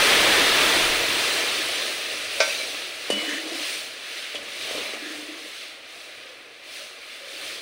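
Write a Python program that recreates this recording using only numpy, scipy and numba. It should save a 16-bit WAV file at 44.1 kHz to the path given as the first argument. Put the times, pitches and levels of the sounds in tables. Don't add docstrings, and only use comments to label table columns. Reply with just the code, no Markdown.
import sys
import numpy as np
from scipy import signal
from scipy.fft import rfft, irfft, next_fast_len
from scipy.io import wavfile
from scipy.ndimage import uniform_filter1d
from numba import njit

SR = 44100
rng = np.random.default_rng(int(sys.argv[2]) if len(sys.argv) > 2 else 0)


def inscribe(sig):
    pcm = np.round(np.clip(np.atleast_2d(sig).T, -1, 1) * 32767)
    wavfile.write(sys.argv[1], SR, pcm.astype(np.int16))


def how_loud(loudness_db):
    steps = np.asarray(loudness_db, float) / 20
    return 10 ** steps


N = 335601
TIME = np.arange(N) / SR
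SIZE = next_fast_len(N)
HZ = np.maximum(np.arange(SIZE // 2 + 1) * SR / SIZE, 1.)

# (time [s], fine spit level [dB])
COOLING = [(0, -30.5), (.65, -31.5), (1.5, -37), (2.3, -43), (3.05, -46.5), (4.0, -51.5), (5.8, -60),
           (6.5, -61.5), (7.61, -57)]
HOT_DB = -30.5


def level(x, db):
    return x * how_loud(db) / np.sqrt(np.mean(x ** 2))


def colour(points):
    hz, db = np.transpose(points)
    return how_loud(np.interp(np.log(HZ), np.log(hz), db))


def curve(points):
    return np.interp(TIME, *np.transpose(points))


def walk(rate):
    hold = int(SR / rate)
    steps = np.repeat(rng.standard_normal(N // hold + 1), hold)
    return 0.83 * uniform_filter1d(uniform_filter1d(steps, hold), hold)[:N]


def crackle(rate, spread_db):
    chance = rng.random((2, N))
    size = how_loud(-spread_db * np.log(1 - chance[1] + 1e-9))
    return level((chance[0] < rate / SR) * size * rng.choice([-1., 1.], N), 0)


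@njit
def svf(x, hz, width):
    y, band, low = np.empty(len(x)), 0., 0.
    for i in range(len(x)):
        g, k = np.tan(np.pi * hz[i] / SR), width / hz[i]
        v = (band + g * (x[i] - low)) / (1 + g * (g + k))
        band, low, y[i] = 2 * v - band, low + 2 * g * v, k * v
    return y


def swell(start, peak, end):
    rise = (TIME - start) / (peak - start)
    fall = (end - TIME) / (end - peak)
    return np.sin(np.pi / 2 * np.clip(np.minimum(rise, fall), 0, 1))


def bumps(rows):
    return sum(db * swell(a, (a + b) / 2, b) for a, b, db in rows)


def gestures(rows, rise):
    start, end, db, hz = np.transpose(rows)
    gain = sum(how_loud(d) * swell(a, a + rise * (b - a), b) for a, b, d in zip(start, end, db))
    return gain, np.interp(TIME, (start + end) / 2, hz)


def follows(heat_db, law, lift_db):
    hot_db, slope, simmer_db, db_per_s = law
    heat_power = how_loud(hot_db + slope * (heat_db - HOT_DB)) ** 2
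    simmer_power = how_loud(simmer_db + db_per_s * TIME + lift_db) ** 2
    return 10 * np.log10(heat_power + simmer_power)


def rumble():
    # (frequency [Hz], density [dB per Hz])
    low_air = [(29, -41), (50, -9), (81, -2), (113, -0.5), (129, 4), (165, -25), (210, -40), (360, -120)]
    # (start [s], end [s], gain [dB])
    shakes = [
        (3.06, 3.22, 7),
        (4.3, 4.55, 7),
        (4.58, 4.92, 13),
        (7.3, 7.7, 8),
    ]
    shake_db = bumps(shakes)
    flame_db = follows(curve(COOLING), (-46.5, 1.65, -64.5, -1.5), shake_db)
    puff_db = -47.5 - 45 * np.maximum(TIME - 0.9, 0)
    puff_db = np.maximum(puff_db, -85 + .6 * shake_db) + 3.5 * walk(6.7)
    flame = irfft(rfft(rng.standard_normal(N), SIZE) * colour(low_air), SIZE)[:N]
    puff_shape = (HZ > 8) / (1 + (HZ / 50) ** 4)
    puffs = irfft(rfft(rng.standard_normal(N), SIZE) * puff_shape, SIZE)[:N]
    return level(flame, 0) * how_loud(flame_db + 2.2 * walk(4.8)) + level(puffs, 0) * how_loud(puff_db)


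def slosh():
    # (start [s], end [s], level [dB], centre [Hz])
    gurgles = [
        (6.05, 6.17, -51, 604),
        (6.18, 6.45, -54, 500),
        (6.62, 6.74, -56, 600),
        (6.76, 6.94, -50.5, 584),
        (7.2, 7.33, -48, 535),
        (7.27, 7.5, -47.5, 560),
    ]
    gain, hz = gestures(gurgles, 0.33)
    return gain * level(svf(svf(crackle(800, 1.8), hz, 55.), hz, 100.), 0)


def swish():
    # (start [s], end [s], level [dB], centre [Hz])
    sweeps = [
        (4.52, 4.72, -43, 3900),
        (4.66, 4.86, -43, 2880),
        (4.8, 4.99, -38.5, 2200),
    ]
    gain, hz = gestures(sweeps, 0.71)
    return gain * level(svf(svf(crackle(6000, 1.6), hz, 830.0), hz, 1300.), 0)


def pot_scrape():
    # (start [s], length [s], frequency [Hz], width [Hz], level [dB])
    rubs = [(2.44, .1, 5730, 30, -39.5), (2.49, 0.081, 2550, 70, -34), (2.488, 0.069, 2370, 90, -38),
            (2.5, .04, 4810, 40, -40), (2.503, 0.054, 2820, 70, -40), (2.508, 0.086, 3760, 35, -37),
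            (2.515, 0.12, 6070, 50, -41), (2.541, 0.16, 4040, 50, -38), (2.59, 0.073, 2290, 150, -36),
            (2.606, 0.082, 488, 35, -41.5)]
    out, chatter = 0, crackle(2500, 1.7)
    for s, length, hz, width, db in rubs:
        press = np.sin(np.pi * np.clip((TIME - s) / length, 0, 1) ** 0.69)
        out = out + how_loud(db) * press * level(svf(chatter, np.full(N, 1. * hz), 1. * width), 0)
    return out


def pan_scrape():
    # (time [s], peak level [dB], pitch [Hz])
    jolts = [(3.139, -34, 296), (3.179, -42, 320), (3.224, -31, 317), (3.276, -29, 300), (3.323, -33, 294),
             (3.348, -31.5, 295), (3.374, -33, 319), (3.434, -36, 312), (3.459, -32, 307),
             (3.515, -30.5, 336), (3.547, -34, 292), (3.574, -38, 317), (3.603, -37, 305),
             (5.021, -34, 303), (5.056, -33.5, 331), (5.072, -34, 317), (5.102, -31.5, 317),
             (5.147, -36, 301), (5.184, -35.5, 304), (5.224, -39, 302), (5.284, -34, 314),
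             (5.314, -35.5, 315), (5.354, -40, 324), (5.412, -47, 301), (5.438, -41, 308)]
    # (start [s], end [s], level [dB], centre [Hz])
    rocking = [
        (3.11, 3.24, -40, 210),
        (3.28, 3.41, -50, 210),
        (4.76, 4.84, -48, 208),
    ]
    # (start [s], end [s], level [dB], centre [Hz])
    strokes = [
        (3.15, 3.27, -31, 2200),
        (3.26, 3.35, -28, 1800),
        (3.32, 3.43, -31, 1850),
        (5.0, 5.2, -37.5, 1740),
        (5.17, 5.42, -48, 1950),
    ]
    out, t = np.zeros(N), np.arange(SR // 8) / SR
    for s, db, hz in jolts:
        i = int(s * SR)
        push = (1 - np.exp(-t / 0.0042)) * np.exp(-t / .021)
        out[i:i + len(t)] += how_loud(db + 4) * push * np.sin(2 * np.pi * hz * t)
    gain, hz = gestures(rocking, .4)
    out += gain * level(svf(svf(crackle(160, 4.8), hz, 27.0), hz, 41.0), 0)
    gain, hz = gestures(strokes, 0.42)
    chatter = crackle(5000, 1.57)
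    out += gain * how_loud(-3.5) * level(svf(svf(chatter, hz, 300.0), hz, 600.), 0)
    squeak = svf(svf(chatter, 3.47 * hz, 1500.), 3.6 * hz, 2000.)
    return out + gain * how_loud(-15.5) * level(squeak, 0)


def ladle_ring():
    start_s, start_db, t60_s, sing_hz = 3.102, -26, 1.15, 2957
    db = start_db - 60 * np.abs(TIME - start_s) / t60_s + 2.4 * walk(110) + 1.1 * walk(30)
    phase = 2 * np.pi * np.cumsum(sing_hz + 12 * walk(80)) / SR
    return (TIME > start_s) * how_loud(db) * np.sqrt(2) * np.sin(phase)


def strike(blows, modes, crack_db, scatter_db, low_hz, top_hz):
    out, t = np.zeros(N + SR), np.arange(SR // 2) / SR
    hz, db, t60 = np.array(modes).T[:, :, None]
    for s, blow_db, hard in blows:
        chance = rng.standard_normal((2, len(modes), 1))
        dull_db = -12 * (1 - hard) * np.log2(1 + hz / 700)
        gain = how_loud(db + dull_db + scatter_db * chance[0])
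        tones = np.sin(2 * np.pi * hz * (1 + 0.0035 * chance[1]) * t)
        ring = np.sum(gain * np.exp(-np.log(1000) * t / t60) * tones, axis=0)
        fall = 0.68 * np.exp(-t / 0.0023) + 1.1 * np.exp(-t / 0.031)
        crack = how_loud(crack_db) * hard * fall * rng.standard_normal(len(t))
        i = int(s * SR)
        push_s = .0002 + .002 * (1 - hard) ** 2
        out[i:i + len(t)] += how_loud(blow_db) * 0.33 * (1 - np.exp(-t / push_s)) * (ring + crack)
    return signal.sosfilt(signal.butter(4, [low_hz, top_hz], "band", fs=SR, output="sos"), out[:N])


def ladle_blows():
    # (time [s], level [dB], hardness [0-1])
    clinks = [
        (2.4022, -5.5, 0.93),
        (2.4132, -32, 0.1),
        (2.4226, -33, 0.7),
        (2.432, -35, 0.1),
        (2.445, -34, 0.3),
        (2.476, -11, 0.32),
        (2.511, -30, 0.05),
        (2.597, -15, 0.14),
        (2.72, -36, 0.9),
    ]
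    taps = [(3.1015, -18.5, 0.92), (3.122, -22, 0.6), (3.165, -18, 0.2), (3.475, -26, 0.45),
            (4.347, -22, 0.46), (4.425, -28, 0.4), (4.71, -23, .4), (4.75, -20, 0.3), (4.78, -29, 0.55),
            (4.935, -22, 0.32), (5.46, -33, 0.46)]
    rattles = [
        (3.102, -21, 0.74),
        (4.354, -19.5, 1),
        (4.8, -33, 0.8),
        (2.1, -42, .9),
    ]
    thuds = [
        (3.101, -17, .8),
        (4.655, -31, 0.5),
        (4.745, -27, .5),
        (4.8, -31, .4),
        (4.86, -30, .4),
        (4.93, -28, .5),
    ]
    # (frequency [Hz], level [dB], t60 [s])
    pot = [(572, 0, .12), (638, 1.5, .13), (903, -11, .16), (1150, -13, .12), (1383, -8, .27),
           (1537, -4, .27), (1902, -8, .2), (2148, -5, .2), (2271, -3, .22), (2419, -5, .2),
           (2575, -10, .2), (3447, -10, .22), (3920, -11, .18), (4320, -11, .12), (4649, -11, .2),
           (4807, -6, .2), (5070, -13, .12), (5253, -1, .12), (5757, -7, .25), (6130, -18, .15)]
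    pan = [(227, -17, 0.61), (303, -3.5, 0.18), (480, 15.5, 0.016), (576, -2.5, 0.19), (643, -1, 0.043),
           (980, -8, 0.053), (1230, -20, 0.091), (1840, 1, 0.094), (2520, -5, .08), (2730, -1, .05),
           (3130, -10, .08), (4600, -5, 0.17), (5950, -11, .06), (6300, -17, .05), (9060, 5, 0.065)]
    ladle = [(2470, -4, 0.078), (2820, -5, 0.076), (2970, -4, .1), (3320, -1, .07), (3700, -7, .05)]
    broth = [(202, -10.5, 0.13), (330, -6, 0.095), (422, -6, 0.041), (517, 2, 0.062), (680, -5, .04),
             (1090, -10, .04)]
    blows = strike(clinks, pot, .3, 1.2, 430, 6200)
    blows = blows + strike(taps, pan, 0.94, 3.7, 245, 9500)
    blows = blows + strike(rattles, ladle, 2, 2.5, 1900, 4900)
    return blows + strike(thuds, broth, 0, 2.4, 165, 1500)


def kitchen_echo(metal):
    t60_s, echo_db = 0.32, -26
    t = np.arange(SR // 3) / SR
    echo = rng.standard_normal(len(t)) * np.exp(-np.log(1000) * t / t60_s) * (t > .004)
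    return how_loud(echo_db) * signal.fftconvolve(metal, echo / np.sqrt(np.sum(echo ** 2)))[:N]


@njit
def pings(start, hz, size, fade, n):
    y = np.zeros(n + 2000)
    for k in range(len(hz)):
        z, p = size[k] + 0j, fade * np.exp(2j * np.pi * hz[k] / SR)
        for i in range(start[k], start[k] + 1500):
            z *= p
            y[i] += z.imag
    return y[:n]


def bubble_bursts():
    chance = rng.random((3, 30000))
    start = (chance[0] * N).astype(np.int64)
    size = how_loud(np.minimum(-2.2 * np.log(1 - chance[2]), 9))
    ringing = pings(start, chance[1] * SR * .4, size, np.exp(-1 / (0.0098 * SR)), N)
    return crackle(9000, 1.5) + 1.06 * rng.standard_normal(N) + level(ringing, -2.1)


def sizzle():
    # (frequency [Hz], density [dB per Hz])
    calm_shape = [(88, -61), (150, -24.5), (308, -4), (421, -2.5), (492, -3), (755, -5), (883, -10),
                  (1140, -6), (1550, -5.5), (2380, 0.5), (4110, -2), (7230, -16), (9140, -11.5),
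                  (12700, -27.5), (15800, -17.5)]
    roar_shape = [(88, -55), (150, -14), (264, -6.5), (308, -0.5), (564, -5.5), (816, -4), (1780, -0.5),
                  (3520, -0.5), (6960, -14.5), (9140, -12), (12700, -26), (14900, -19.5), (15800, -22)]
    # (time [s], share [0-1])
    roar_share = [
        (0, 0.83),
        (.7, 0.86),
        (1.5, 0.27),
        (2.2, 0.),
        (7.61, 0.02),
    ]
    # (frequency [Hz], width [Hz], level [dB])
    pan_ring = [(476, 30, 2.5), (569, 14.5, 6), (632, 53, 5.5), (1248, 20, 4), (1720, 110, -4.5),
                (2010, 92, -3.5), (2370, 72, -8), (2690, 22, 1), (3540, 35, -1), (4130, 140, -6.5),
                (5930, 83, 4.5), (6340, 59, 3), (9830, 78, 2)]
    # (frequency [Hz], width [Hz], depth [0-1])
    counter_dips = [(162, 20, 0.9), (910, 170, 0.24)]
    # (start [s], peak [s], end [s], spit
    # gain [dB], simmer gain [dB])
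    flare_rows = [(2.307, 2.502, 2.75, 4.5, -6), (3.168, 3.297, 3.47, 4, 2), (3.454, 3.714, 3.95, 9.5, 0),
                  (4.02, 4.203, 4.45, 5, 2.5), (4.407, 4.76, 5.06, 11, 5), (4.97, 5.146, 5.52, 8, 2),
                  (5.356, 5.556, 5.8, 9, 3), (5.83, 5.98, 6.37, 6.5, -0.5), (6.02, 6.172, 6.31, 0, 3.5),
                  (6.62, 6.796, 6.98, 12, 4.5), (6.922, 7.118, 7.34, 5, 5), (7.235, 7.373, 7.6, 9.5, 6.5),
                  (7.394, 7.59, 7.77, 7, 6.5)]
    # (start [s], end [s], gain [dB])
    churns = [
        (3.09, 3.4, 7),
        (3.38, 3.62, 6),
        (4.33, 4.6, 2.5),
        (4.55, 5.05, 9.5),
        (5.0, 5.55, 3.5),
        (6.6, 7.0, 2),
        (7.2, 7.8, 6),
    ]
    burst_law, bubble_law = (-30, 1.49, -39.5, -2.5), (-29.5, 1.5, -44, -1.81)

    flares = [(swell(a, b, c), spit, simmer) for a, b, c, spit, simmer in flare_rows]
    heat_db = curve(COOLING)
    spit_db = heat_db + sum(v * db for v, db, _ in flares)
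    lift_db = sum(v * db for v, _, db in flares)
    burst_db = follows(spit_db, burst_law, lift_db) - spit_db
    deep_db = heat_db + 0.58 * (spit_db - heat_db)
    bubble_db = follows(deep_db, bubble_law, bumps(churns)) - spit_db
    share = curve(roar_share)
    fine_db = 5 * share

    spectrum = rfft(bubble_bursts(), SIZE)
    ring = 1 + .5 * sum(how_loud(db) / (1 + ((HZ - f) / (w / 2)) ** 2) for f, w, db in pan_ring)
    calm = spectrum * colour(calm_shape) * ring
    wild = spectrum * colour(roar_shape) * ring
    for f, w, depth in counter_dips:
        calm = calm * (1 - depth / (1 + ((HZ - f) / (w / 2)) ** 2))
    top = (HZ > 6500) & (HZ < 11000)
    calm, wild = (v / np.sqrt(2 * np.sum(np.abs(v[top]) ** 2) / SIZE / N) for v in (calm, wild))

    out, surge, last = 0, walk(10), walk(14)
    for octave in np.arange(7, 14.6, .5):
        band = np.cos(np.pi * np.clip(np.log2(HZ) - octave, -.5, .5)) ** 2
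        own = walk(14)
        fine = np.clip((octave - 13.2) / 1.4, 0, 1)
        larger = np.clip((12.8 - octave) / 1.84, 0, 1)
        thick = np.clip((10.3 - octave) / 0.21, 0, 1)
        flicker_db = (1 - 0.56 * share) * (0.95 * surge + .5 * (own + last))
        db = spit_db + fine * fine_db + (larger - thick) * burst_db + thick * bubble_db + flicker_db
        mix = (1 - share) * irfft(calm * band, SIZE)[:N] + share * irfft(wild * band, SIZE)[:N]
        out, last = out + how_loud(db) * mix, own
    return out


def scene():
    background = rumble() + slosh() + swish()
    metal = pot_scrape() + pan_scrape() + ladle_ring() + ladle_blows()
    metal = signal.sosfilt(signal.butter(4, 170, "high", fs=SR, output="sos"), metal)
    mono = background + metal + kitchen_echo(metal) + sizzle()
    return np.array([mono, mono])


def roll_off(x):
    return signal.sosfilt(signal.butter(12, 15910, fs=SR, output="sos"), x)


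def record(dry):
    low_pass = signal.ellip(10, .2, 80, 15720, fs=SR, output="sos")
    x = signal.sosfilt(low_pass, np.tanh(1.1 * dry) / 1.1)
    side, frame = np.zeros(N), 1536
    for when, where in rng.random((24, 2)):
        i = int(when * (N - 3 * frame)) + frame
        hz = 4300 * 3.1 ** where ** .8
        band = signal.butter(6, [hz, 1.18 * hz], "band", fs=SR, output="sos")
        side[i:i + frame] += how_loud(-3) * np.hanning(frame) * signal.sosfilt(band, x[0, i - frame:i])
    return roll_off(x + np.array([side, -side]))


dry = scene()
out = record(dry)
inscribe(out)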